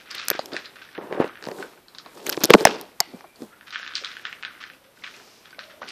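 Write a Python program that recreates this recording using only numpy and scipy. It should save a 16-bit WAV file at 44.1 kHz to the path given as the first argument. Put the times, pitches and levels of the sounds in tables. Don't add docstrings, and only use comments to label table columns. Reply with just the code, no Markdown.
import sys
import numpy as np
from scipy import signal
from scipy.io import wavfile
from scipy.ndimage import uniform_filter1d

SR = 44100
rng = np.random.default_rng(int(sys.argv[2]) if len(sys.argv) > 2 else 0)


def boost(x):
    u = np.asarray(x, float) / 20
    return 10 ** u


def log_audio(samples):
    frames = np.atleast_2d(samples).T
    limited = np.clip(frames, -1, 1)
    pcm = np.round(limited * 32767).astype(np.int16)
    wavfile.write(sys.argv[1], SR, pcm)


N = 260631


def evened(x):
    return x / np.sqrt(np.mean(x ** 2) + 1e-20)


def peaked(x):
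    return x / (np.abs(x).max() + 1e-12)


def add(mix, start_s, sound):
    part = mix[max(round(start_s * SR), 0):][:len(sound)]
    part += sound[:len(part)]


def read(points, hz):
    point_hz, value = np.transpose(points)
    return np.interp(np.log(hz + 1), np.log(point_hz + 1), value)


def colour(x, points):
    hz = np.abs(np.fft.fftfreq(4096, 1 / SR))
    octaves_below = np.maximum(np.log2(points[0][0] / (hz + 1)), 0)
    octaves_above = np.maximum(np.log2((hz + 1) / points[-1][0]), 0)
    gain_db = read(points, hz) - 30 * (octaves_below + octaves_above)
    log_gain = np.log(boost(np.maximum(gain_db, -90)))
    taps = np.fft.ifft(np.exp(np.conj(signal.hilbert(log_gain)))).real[:2048]
    return evened(signal.oaconvolve(x, taps)[:len(x)])


def resonate(x, hz, width_hz):
    turn = np.exp(2j * np.pi * hz * np.arange(len(x)) / SR)
    r = np.exp(-np.pi * width_hz / SR)
    return 2 * (turn * signal.lfilter([1 - r], [1, -r], x / turn)).real


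def steep(x, hz, width_hz):
    for _ in range(3):
        x = resonate(x, hz, width_hz)
    return peaked(x)


def grains(per_s, spread_db, length_s, bed):
    size = boost(spread_db * np.minimum(rng.exponential(1, N), 3))
    size = size * (rng.random(N) < per_s / SR)
    puff = np.exp(-np.arange(1500) / (length_s * SR))
    gate = bed + evened(signal.oaconvolve(size, puff)[:N])
    return rng.standard_normal(N) * gate


def thuds(rows, sag, roughness):
    out, t = np.zeros(N), np.arange(3000) / SR
    noise = rng.standard_normal((len(rows), len(t)))
    for (start_s, db, hz, t60_s), n in zip(rows, noise):
        turns = hz * (sag * t + (1 - sag) * 0.005 * (1 - np.exp(-t / 0.0029)))
        rattle = evened(steep(n, 1.2 * hz, 1.3 * hz))
        push = np.sin(2 * np.pi * turns) + 0.17 * np.sin(np.pi * turns) + roughness * rattle
        knock = push * boost(-60 * t / t60_s) * (1 - np.exp(-t / 0.0003))
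        add(out, start_s, boost(db) * peaked(knock))
    return out


# (frequency [Hz], width [Hz], level [dB])
SHELL_MODES = [(1720, 502, 8.5), (2340, 760, 8)]


def breaks(rows, burst_s, spread):
    out, t = np.zeros(N), np.arange(600) / SR
    noise = rng.standard_normal((len(rows), len(t)))
    for (start_s, crack_db, crack_hz, shell_db, *port_db), n in zip(rows, noise):
        snap = n + 1.5 * np.sign(n) * (t < .0002)
        burst = snap * np.minimum(t / .0001, 1) * np.exp(-t / burst_s)
        crack = steep(burst, crack_hz, spread * crack_hz)
        shell = peaked(sum(boost(db) * steep(burst, hz, 2 * width) for hz, width, db in SHELL_MODES))
        port = sum(boost(db) * steep(burst, 12920, 8600) for db in port_db)
        add(out, start_s, boost(crack_db) * crack + boost(shell_db) * shell + port)
    return out


def pitched(rows, even_hz):
    hz_per_db = 31.5
    return [(start_s, crack_db, even_hz + hz_per_db * np.clip(crack_db - ring_db, -25, 25), ring_db)
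            for start_s, crack_db, ring_db in rows]


# (frequency [Hz], density [dB per Hz])
HISS = [(15, -35), (25, -11.5), (49, -10), (247, -1.5), (913, -6), (1440, -7.5), (2720, -12), (4060, -14),
        (6740, -19.5), (14600, -17)]


def hiss(signal_in):
    busy_db = 10 * np.log10(abs(uniform_filter1d(signal_in ** 2, 5000)) + 1e-12)
    sink_db = np.clip(0.39 * (busy_db + 51), -3, 0)
    return boost(-55 + sink_db) * colour(rng.standard_normal(N), HISS)


# (frequency [Hz], t60 [s])
ROOM = [(1300, 0.17), (9000, 0.15)]


def room(x):
    taps = np.zeros(SR // 2)
    at = np.arange(120, SR // 2 - 20, 20)
    taps[at + rng.integers(0, 20, len(at))] = rng.choice([-1., 1.], len(at))
    hz, t, z = signal.stft(taps, SR, nperseg=256)
    decay = boost(-60 * t / read(ROOM, hz)[:, None])
    tail = signal.istft(z * decay, SR, nperseg=256)[1]
    return signal.oaconvolve(x, tail / np.linalg.norm(tail))[:N]


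# (start [s], end [s], frequency [Hz], width [Hz], rms level [dB])
HUM = [(1.53, 1.67, 450, 170, -44), (2.15, 2.32, 410, 220, -48), (2.66, 2.76, 420, 110, -40),
       (2.74, 2.85, 400, 100, -47), (2.492, 2.537, 450, 160, -21), (2.565, 2.65, 400, 170, -29),
       (3.07, 3.14, 280, 150, -52), (4.68, 4.94, 540, 110, -62), (5.57, 5.83, 595, 140, -56),
       (3.5, 3.58, 1380, 200, -57), (3.04, 3.4, 2350, 200, -64), (4.012, 4.042, 480, 200, -47)]


def hum():
    out, noise = np.zeros(N), rng.standard_normal((len(HUM), SR // 2))
    for (start_s, end_s, hz, width_hz, db), n in zip(HUM, noise):
        settled = steep(n, hz, width_hz)[4000:]
        tone = evened(settled[:round((end_s - start_s) * SR)])
        add(out, start_s, boost(db) * tone * signal.windows.tukey(len(tone), .25))
    return out


# (firmest contact [s], rubbing level [dB], skin fizz level [dB], reach before [s], reach after [s])
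STROKES = [(0.171, -50, -57, 0.21, 0.16), (.44, -45.5, -50, 0.46, 0.49), (.55, -40, -47, .13, 0.13),
           (0.987, -32, -65, 0.019, .04), (1.034, -36, -54, 0.12, 0.15), (1.13, -30, -50, 0.09, 0.21),
           (1.207, -23, -44.5, 0.069, 0.081), (1.245, -30.5, -45.5, 0.054, 0.087),
           (1.49, -39.5, -46.5, 0.19, .18), (1.598, -38.5, -40.5, 0.28, 0.18), (1.78, -48, -63, .06, 0.043),
           (2.07, -50, -63, 0.1, 0.069), (2.18, -47, -46, 0.3, 0.18), (2.29, -38.5, -38, 0.22, 0.46),
           (2.41, -31.5, -37, 0.021, 0.15), (2.5, -18, -41.5, 0.019, .05), (2.53, -30, -45.5, 0.036, .05),
           (2.62, -28.5, -32, .2, 0.037), (2.69, -28.5, -42.5, 0.047, 0.2),
           (3.158, -51.5, -56.5, 0.27, 0.31), (3.43, -47.5, -45, 0.14, 0.11),
           (4.201, -62, -53.5, .92, 0.85), (5.829, -44, -69, 0.049, 0.19), (5.2, -56.5, -74.5, 0.49, 0.62)]


def action(level_column):
    rise_db, fall_db = 29.5, 24
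    rows, t = np.transpose(STROKES), np.arange(0, N + 64, 64) / SR
    away_s = t[:, None] - rows[0]
    slope_db = np.where(away_s < 0, rise_db * away_s / rows[3], -fall_db * away_s / rows[4])
    level_db = (rows[level_column] + slope_db).max(axis=1)
    return boost(np.interp(np.arange(N) / SR, t, level_db))


# (frequency [Hz], density [dB per Hz])
CASE = [(29, -89), (50, -7), (300, 0.5), (462, 3), (530, 3.5), (900, 2), (2000, -14.5), (2600, -56),
        (4400, -120)]
# (frequency [Hz], density [dB per Hz])
FIZZ = [(3530, -3.5), (6000, -8), (7570, -6), (12000, -12.5), (14500, -8.5)]


def handling():
    slips = grains(130, 2.7, 0.0039, 2.5)
    rub = evened(colour(slips, CASE) + .6 * evened(steep(slips, 360, 400)))
    fizz = colour(grains(460, 1.5, .001, 1.4), FIZZ)
    return action(1) * rub + boost(-8.0) * action(2) * fizz


# (time [s], peak level [dB], pitch [Hz], t60 [s])
GRIP_THUDS = [(0.3016, -29, 659, 0.1), (0.3133, -16, 446, 0.016), (0.35, -24.5, 387, 0.015),
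              (0.3925, -13, 642, 0.018), (0.5276, -23.5, 356, 0.033), (0.543, -21.5, 445, 0.023),
              (0.98, -22, 480, 0.0023), (0.9842, -21.5, 397, 0.021), (1.11, -24.5, 494, 0.026),
              (1.126, -16.5, 510, 0.012), (1.1741, -21, 450, 0.053), (1.201, -3, 360, 0.012),
              (1.2126, -10, 450, 0.0084), (1.2205, -21, 600, 0.066), (1.243, -15, 463, 0.012),
              (1.4719, -16.5, 440, 0.0055), (1.4875, -17, 544, 0.0066), (1.5155, -23.5, 510, 0.055),
              (1.6006, -26, 445, 0.019), (2.064, -34, 692, 0.012), (3.136, -29.5, 335, 0.042),
              (3.143, -29.5, 246, 0.045), (3.242, -34.5, 893, 0.06), (3.4053, -33.5, 283, 0.032),
              (3.4195, -25.5, 332, 0.045), (3.4312, -31, 289, 0.11), (5.585, -35, 664, 0.025),
              (5.817, -30.5, 640, 0.032), (5.8304, -31, 666, 0.021)]
# (time [s], peak level [dB], pitch [Hz], t60 [s])
FLOOR_BUMPS = [(2.2717, -22.5, 390, 0.016), (2.288, -22, 450, 0.04), (2.3751, -14, 407, 0.027),
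               (2.3755, -26, 1110, 0.024), (2.2655, -26, 1850, 0.018), (2.3265, -30, 1120, .015),
               (2.4385, -9.5, 330, 0.02), (2.4487, -11, 410, 0.028), (2.4955, -21, 621, .04),
               (2.5047, 5, 460, 0.015), (2.5143, -16, 559, 0.016), (2.5375, 5.5, 1150, 0.024),
               (2.5402, -2.5, 628, 0.011), (2.5492, -11, 990, 0.0044), (2.5372, 2, 2435, 0.021),
               (2.5045, -2.5, 3000, 0.0067), (2.6522, -4.5, 3900, 0.0024), (2.6078, -14.5, 450, 0.039),
               (2.627, -24.5, 382.4, 0.016), (2.6526, 3, 1850, 0.0066), (2.6535, 4, 760, 0.015),
               (2.6697, -8.5, 575, 0.035), (2.997, -38, 914, 0.075), (3.0045, -15, 940, 0.034),
               (3.0055, -21, 458.4, 0.016)]


def knocks():
    return thuds(GRIP_THUDS, .71, 0.46) + thuds(FLOOR_BUMPS, .71, .22)


# (time [s], crack level [dB], crack pitch [Hz], shell level [dB], port level [dB])
TICKS = [(.1135, -27, 7500, -50, -34), (.152, -29, 8000, -43, -24), (.2525, -51, 6500, -46, -34),
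         (0.284, -5.5, 6630, -17, -4.5), (.302, -6.5, 5160, -16, 2), (.3116, -28.5, 4210, -16.5, -22),
         (0.3161, -24, 4000, -18, -25), (.4582, -24.5, 5000, -45, -25.5), (2.2663, -14.5, 6240, -17.5, -16),
         (2.2738, -21, 3610, -39, -19), (2.294, -21.5, 4974, -15, -3.5), (2.298, -9, 5340, -52, -8),
         (2.3266, -12.5, 4103, -26, -21.5), (2.4057, -23.5, 5610, -37, -38.5),
         (2.4366, -4, 5210, -15.5, 0.5), (2.4406, 2.5, 5934, -39.5, -2.5), (2.4471, -2.5, 4300, -33.5, -13),
         (2.4549, -7.5, 4970, -29.5, -5.5), (2.4447, -15, 4500, -31, -33),
         (2.2848, -30.5, 7030, -32, -27.5), (2.3197, -29, 5980, -40, -25),
         (2.2642, -28.5, 7000, -24.5, -25), (2.5043, -1.5, 3228, 3.5, -0.5),
         (2.5357, -1.5, 4005, -9.5, -24), (2.5385, 4, 3630, -14, -20.5), (2.5428, -9, 4500, -14.5, -28.5),
         (2.549, -16, 4333, -11.5, -31), (2.6082, -17.5, 4144, -26, -37), (2.652, 7, 5573, -3, -23),
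         (2.671, -20, 4050, -6.5, -19), (2.8125, -29, 5530, -37, -19.5), (3.0045, -10.5, 8200, -42, -10.5)]
# (time [s], crack level [dB], shell level [dB])
TAPS = [(.9783, -50, -29), (1.111, -55, -37), (1.126, -33, -21.5), (1.201, -48, -32), (1.2158, -44, -25),
        (1.2433, -40, -23), (1.2779, -34, -39), (1.3555, -58, -29.5), (1.373, -55, -29),
        (1.4254, -28.5, -28), (1.4399, -23, -27), (1.4532, -24, -28), (1.4664, -27, -30), (1.486, -30, -26),
        (1.5151, -27.5, -27), (1.6269, -32, -32), (2.3444, -38, -25), (2.3693, -20, -39),
        (2.376, -26, -19.5), (2.4995, -40, -20), (2.5562, -24.5, -61), (3.2085, -40, -36),
        (3.4204, -33, -38)]


def ticking():
    return breaks(TICKS + pitched(TAPS, 3900), 0.00096, 0.8)


# (time [s], peak level [dB], first pitch [Hz], last pitch [Hz], time to -60 dB [s])
SLAMS = [
    (2.5427, 4, 620, 120, .0105),
    (2.5498, 6, 800, 140, .011),
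    (2.5562, -9, 480, 150, .010),
]


def slams():
    out, t = np.zeros(N), np.arange(2000) / SR
    drop_s = .0025
    for start_s, db, first_hz, last_hz, t60_s in SLAMS:
        turns = last_hz * t + (first_hz - last_hz) * drop_s * (1 - np.exp(-t / drop_s))
        add(out, start_s, boost(db - 60 * (t / t60_s) ** 2) * np.sin(2 * np.pi * turns))
    return out


# (time [s], peak level [dB])
CLACKS = [
    (3.0032, -0.5),
    (3.0056, -6),
]
# (frequency [Hz], level [dB])
LATCH = [(2050, -16), (4470, -7), (5300, -5), (6400, -7.5), (7300, -10.5), (8560, -16.5), (11100, -17.5),
         (13700, -13)]
# (frequency [Hz], level [dB], t60 [s])
AFTER = [(787, 7, 0.26), (1263, -4, 0.45), (2030, 4, 0.41), (2900, 5, 0.17), (3400, -16.5, 0.36),
         (4500, 0, 0.49), (5555, -9, 0.2047), (7500, -15, .2), (9000, -18, .2)]


def latch():
    out, t = np.zeros(N), np.arange(8000) / SR
    mode_hz, mode_db = np.transpose(LATCH)[:, :, None]
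    t60_s, after_db, after_width_hz = 0.0077, -51, 330
    envelope = boost(-60 * t / t60_s) * np.minimum(t / 0.00053, 1)
    for start_s, peak_db in CLACKS:
        modes = boost(mode_db) * np.sin(2 * np.pi * (mode_hz * t + rng.random(mode_hz.shape)))
        add(out, start_s, boost(peak_db) * peaked(modes.sum(0) * envelope))
    after = np.zeros(len(t))
    for hz, db, ring_t60_s in AFTER:
        fuzz = evened(steep(rng.standard_normal(len(t)), hz, after_width_hz))
        after += boost(db - 60 * t / ring_t60_s) * fuzz
    add(out, CLACKS[-1][0], boost(after_db) * after)
    return out


# (frequency [Hz], density [dB per Hz])
SNUFFLE = [(1700, -12), (2300, -0.5), (3300, -3.5), (5300, 0.5), (7000, -8), (9500, -18)]


def snuffle():
    start_s, length_s, rms_db = 4.88, 0.69, -54.5
    out = np.zeros(N)
    air = colour(rng.standard_normal(SR), SNUFFLE)[:round(length_s * SR)]
    add(out, start_s, boost(rms_db) * air * signal.windows.tukey(len(air), .8))
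    return out


# (time [s], peak level [dB], pitch [Hz], t60 [s])
PINGS = [(.0955, -46, 2200, .01), (.2605, -44, 3400, 0.0071), (.8188, -30.5, 1580, 0.035),
         (.8892, -35, 1800, 0.012), (1.0114, -34, 1090, .015), (1.2948, -29, 1290, 0.019),
         (1.4395, -32, 2650, 0.0032), (1.4535, -33, 2730, .004), (1.5856, -33, 1460, .015),
         (1.6255, -23, 1520, 0.017), (1.7343, -40, 1280, 0.01), (1.7752, -43, 1420, 0.022),
         (1.9488, -37, 1110, 0.0084), (1.9985, -38, 1300, 0.011), (2.0606, -33.5, 1110, 0.017),
         (2.1745, -38, 1000, 0.014), (2.195, -38, 860, 0.016), (2.5816, -31, 2460, 0.009),
         (2.9174, -41.5, 2040, 0.0044), (3.17, -42, 750, 0.014), (3.1867, -47, 1520, 0.0055),
         (3.2077, -35, 1076, 0.0041), (3.2195, -52, 1497, .006), (3.3589, -41, 4500, 0.0071),
         (3.629, -40.5, 1600, .01), (3.797, -28.5, 1490, .012), (4.196, -33, 1700, 0.013),
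         (4.2545, -39, 1470, .03), (4.329, -38, 1500, .02), (4.4335, -38, 1740, 0.027),
         (4.4505, -31, 1826, 0.018), (4.479, -31.5, 1565, .03), (4.735, -37, 2620, 0.0084),
         (4.9728, -45.5, 1498, 0.03), (5.0227, -39, 2100, 0.011), (5.0381, -30, 2010, 0.029),
         (5.042, -24, 2340, 0.021), (5.1434, -37.5, 2500, 0.014), (5.165, -37, 4400, 0.0048),
         (5.2475, -50.5, 1515, 0.0083), (5.2765, -45, 1324, .01), (5.5066, -40.5, 4640, 0.011),
         (5.5289, -35, 1560, 0.026), (5.546, -38, 2230, .008), (5.7021, -40, 1680, .015),
         (5.8185, -25.5, 1180, .016), (5.829, -28, 1500, 0.019), (5.8807, -42, 4030, 0.0102),
         (5.8887, -23.5, 4530, 0.0023)]


def rolling():
    return thuds(PINGS, 0.97, 0.39)


# (time [s], hollow level [dB], brittle level [dB], t60 [s])
BITES = [(0, -50, -52, 0.26), (.06, -47.5, -58, 0.79), (.105, -40, -45, 0.48), (.145, -38.5, -41, 1),
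         (.191, -39, -40.5, 0.77), (0.332, -34, -39, 0.34), (0.52, -42, -47, 0.81),
         (.566, -41.5, -44.5, 0.56), (0.644, -42, -50, 0.29), (.761, -46.5, -58, 1), (.818, -50, -54, 0.79),
         (3.52, -54.5, -98, 0.46), (3.669, -47.5, -53.5, 0.81), (3.727, -38.5, -43, 1),
         (3.872, -41.5, -52, 1), (3.954, -37, -32.5, 0.32), (4.04, -38, -43, 0.72), (4.165, -45, -51, .16),
         (4.251, -38, -48.5, 0.52), (4.326, -55, -63, 0.82), (4.432, -41.5, -54, 0.85),
         (4.607, -40, -47.5, 0.44), (4.841, -57, -62, 0.22), (4.962, -65, -63, 0.49),
         (5.039, -39.5, -46, 0.39), (5.14, -47.5, -56, 0.4), (5.447, -55, -57.5, 0.63),
         (5.593, -46, -47.5, 0.47), (5.699, -47.5, -54.5, 0.33), (5.817, -50, -51.5, 0.59),
         (5.877, -45, -43.5, 0.77)]
# (time [s], hollow level [dB], brittle level [dB], t60 [s])
SCUFFS = [(0.95, -38.5, -67, 0.17), (1.011, -50, -67, 0.97), (1.13, -42, -60, .98),
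          (1.199, -33.5, -51.5, 0.48), (1.35, -48.5, -79, 0.88), (1.43, -53.5, -55, 0.93),
          (1.601, -52, -51, 0.61), (1.95, -75, -53, 0.18), (1.986, -72, -47, 0.14), (2.051, -54, -64, .98),
          (2.17, -57.5, -54.5, 0.96), (2.262, -43, -41, 0.3), (2.326, -35, -28, 0.065),
          (2.409, -41, -41, 0.52), (2.501, -27, -25, 0.1), (2.582, -35.5, -39, 0.34),
          (2.658, -29.5, -29.5, 0.42), (3.018, -53, -49.5, 0.52), (3.189, -59, -55, 0.2)]
# (frequency [Hz], density [dB per Hz])
CRUMB_LOW = [(410, -46), (700, -28.5), (1230, -0.5), (1540, 2), (2020, -2), (3600, -12), (4680, -39.5),
             (7920, -120)]
# (frequency [Hz], density [dB per Hz])
CRUMB_HIGH = [(1410, -42), (2400, 1), (3920, 3.5), (5410, 1.5), (10000, -29), (13000, -62), (22000, -120)]


def crumbling():
    start_s, low_db, high_db, t60_s = np.transpose(BITES + SCUFFS)
    t = np.arange(0, N + 64, 64) / SR
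    age_s = t[:, None] - start_s
    fade_db = np.where(age_s < 0, 3000 * age_s, -60 * age_s / t60_s)
    low_level_db, high_level_db = (fade_db + low_db).max(axis=1), (fade_db + high_db).max(axis=1)
    low = boost(np.interp(np.arange(N) / SR, t, low_level_db))
    high = boost(np.interp(np.arange(N) / SR, t, high_level_db))
    fractures = grains(450, 2.2, 0.0005, 1.3)
    return low * colour(fractures, CRUMB_LOW) + high * colour(fractures, CRUMB_HIGH)


# (time [s], crack level [dB], bowl ring level [dB])
SNAPS = [(.0632, -41, -41), (.1078, -24, -51), (.1121, -21, -36), (.1478, -24, -33), (.1819, -20, -50),
         (.1969, -23, -25), (.2596, -40, -47), (.3923, -20, -54), (.5336, -21.5, -48), (.5514, -39, -26),
         (.5657, -17, -13.5), (.6511, -32, -33), (.6575, -23.5, -40), (.7582, -39, -38), (.8195, -56, -29),
         (.9498, -37, -39), (1.8832, -33, -44), (1.9488, -30.5, -38), (1.9847, -20.5, -32.5),
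         (2.0612, -33.5, -35), (2.1731, -37, -38), (3.6106, -48, -31.5), (3.7063, -26, -32.5)]
# (time [s], crack level [dB], bowl ring level [dB])
LATE_SNAPS = [(3.7473, -34, -21), (3.7582, -23.5, -14), (3.8297, -38, -23), (3.8643, -44, -22.5),
              (3.877, -23, -23), (3.9372, -27, -26), (3.9538, -11.5, -57), (3.9691, -18.5, -50),
              (4.047, -14, -31.5), (4.0573, -25, -30), (4.1162, -26, -33), (4.1682, -38, -22),
              (4.2528, -19.5, -14), (4.2687, -51.5, -25), (4.3277, -28.5, -19.5), (4.4267, -26.5, -23),
              (4.4332, -47.5, -19), (4.4499, -16.5, -16), (4.6388, -31, -23.5), (4.7002, -40, -30),
              (5.0382, -27, -39), (5.0422, -35, -25.5), (5.0648, -28, -33), (5.0761, -37.5, -25),
              (5.457, -35, -35.5), (5.5914, -26.5, -22), (5.6393, -32, -43), (5.8222, -35, -40),
              (5.8985, -37, -36)]


def snapping():
    return breaks(pitched(SNAPS, 3610) + pitched(LATE_SNAPS, 3170), 0.0008, .55)


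def scene():
    bowl = snapping() + rolling()
    ticks = ticking()
    echo = room(boost(-5.5) * bowl + boost(-39.5) * ticks)
    camera = hum() + handling() + knocks() + ticks + slams() + latch()
    mono = echo + camera + snuffle() + crumbling() + bowl
    return np.array([mono, mono])


def starved(x):
    hz, _, z = signal.stft(x, SR, nperseg=1024)
    power = abs(z) ** 2 + 1e-20
    mids = power[:, (hz > 800) & (hz < 5000)].mean(axis=1, keepdims=True)
    mids = uniform_filter1d(mids, 3, axis=2)
    limit = .72 * np.median(power, axis=2, keepdims=True) * (mids / np.median(mids)) ** .44
    smooth = uniform_filter1d(uniform_filter1d(power, 3, axis=2), 3, axis=1)
    treble = power[:, hz > 6500].mean(axis=1, keepdims=True)
    calm = treble < 60 * np.median(treble)
    lost = (smooth < limit) & calm & (hz[:, None] > 6500)
    return signal.istft(z * ~lost, SR, nperseg=1024)[1][:, :N]


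def low_pass(x):
    return signal.sosfilt(signal.butter(12, 15670, fs=SR, output="sos"), x)


def record(dry):
    thin = signal.sosfilt(signal.butter(3, 145, "high", fs=SR, output="sos"), dry)
    noisy = thin + hiss(thin[0])
    dulled = signal.sosfiltfilt(signal.cheby2(12, 50, 15200, fs=SR, output="sos"), noisy)
    finished = starved(np.clip(dulled, -1, 1))
    return low_pass(finished)


dry = scene()
out = record(dry)
log_audio(out)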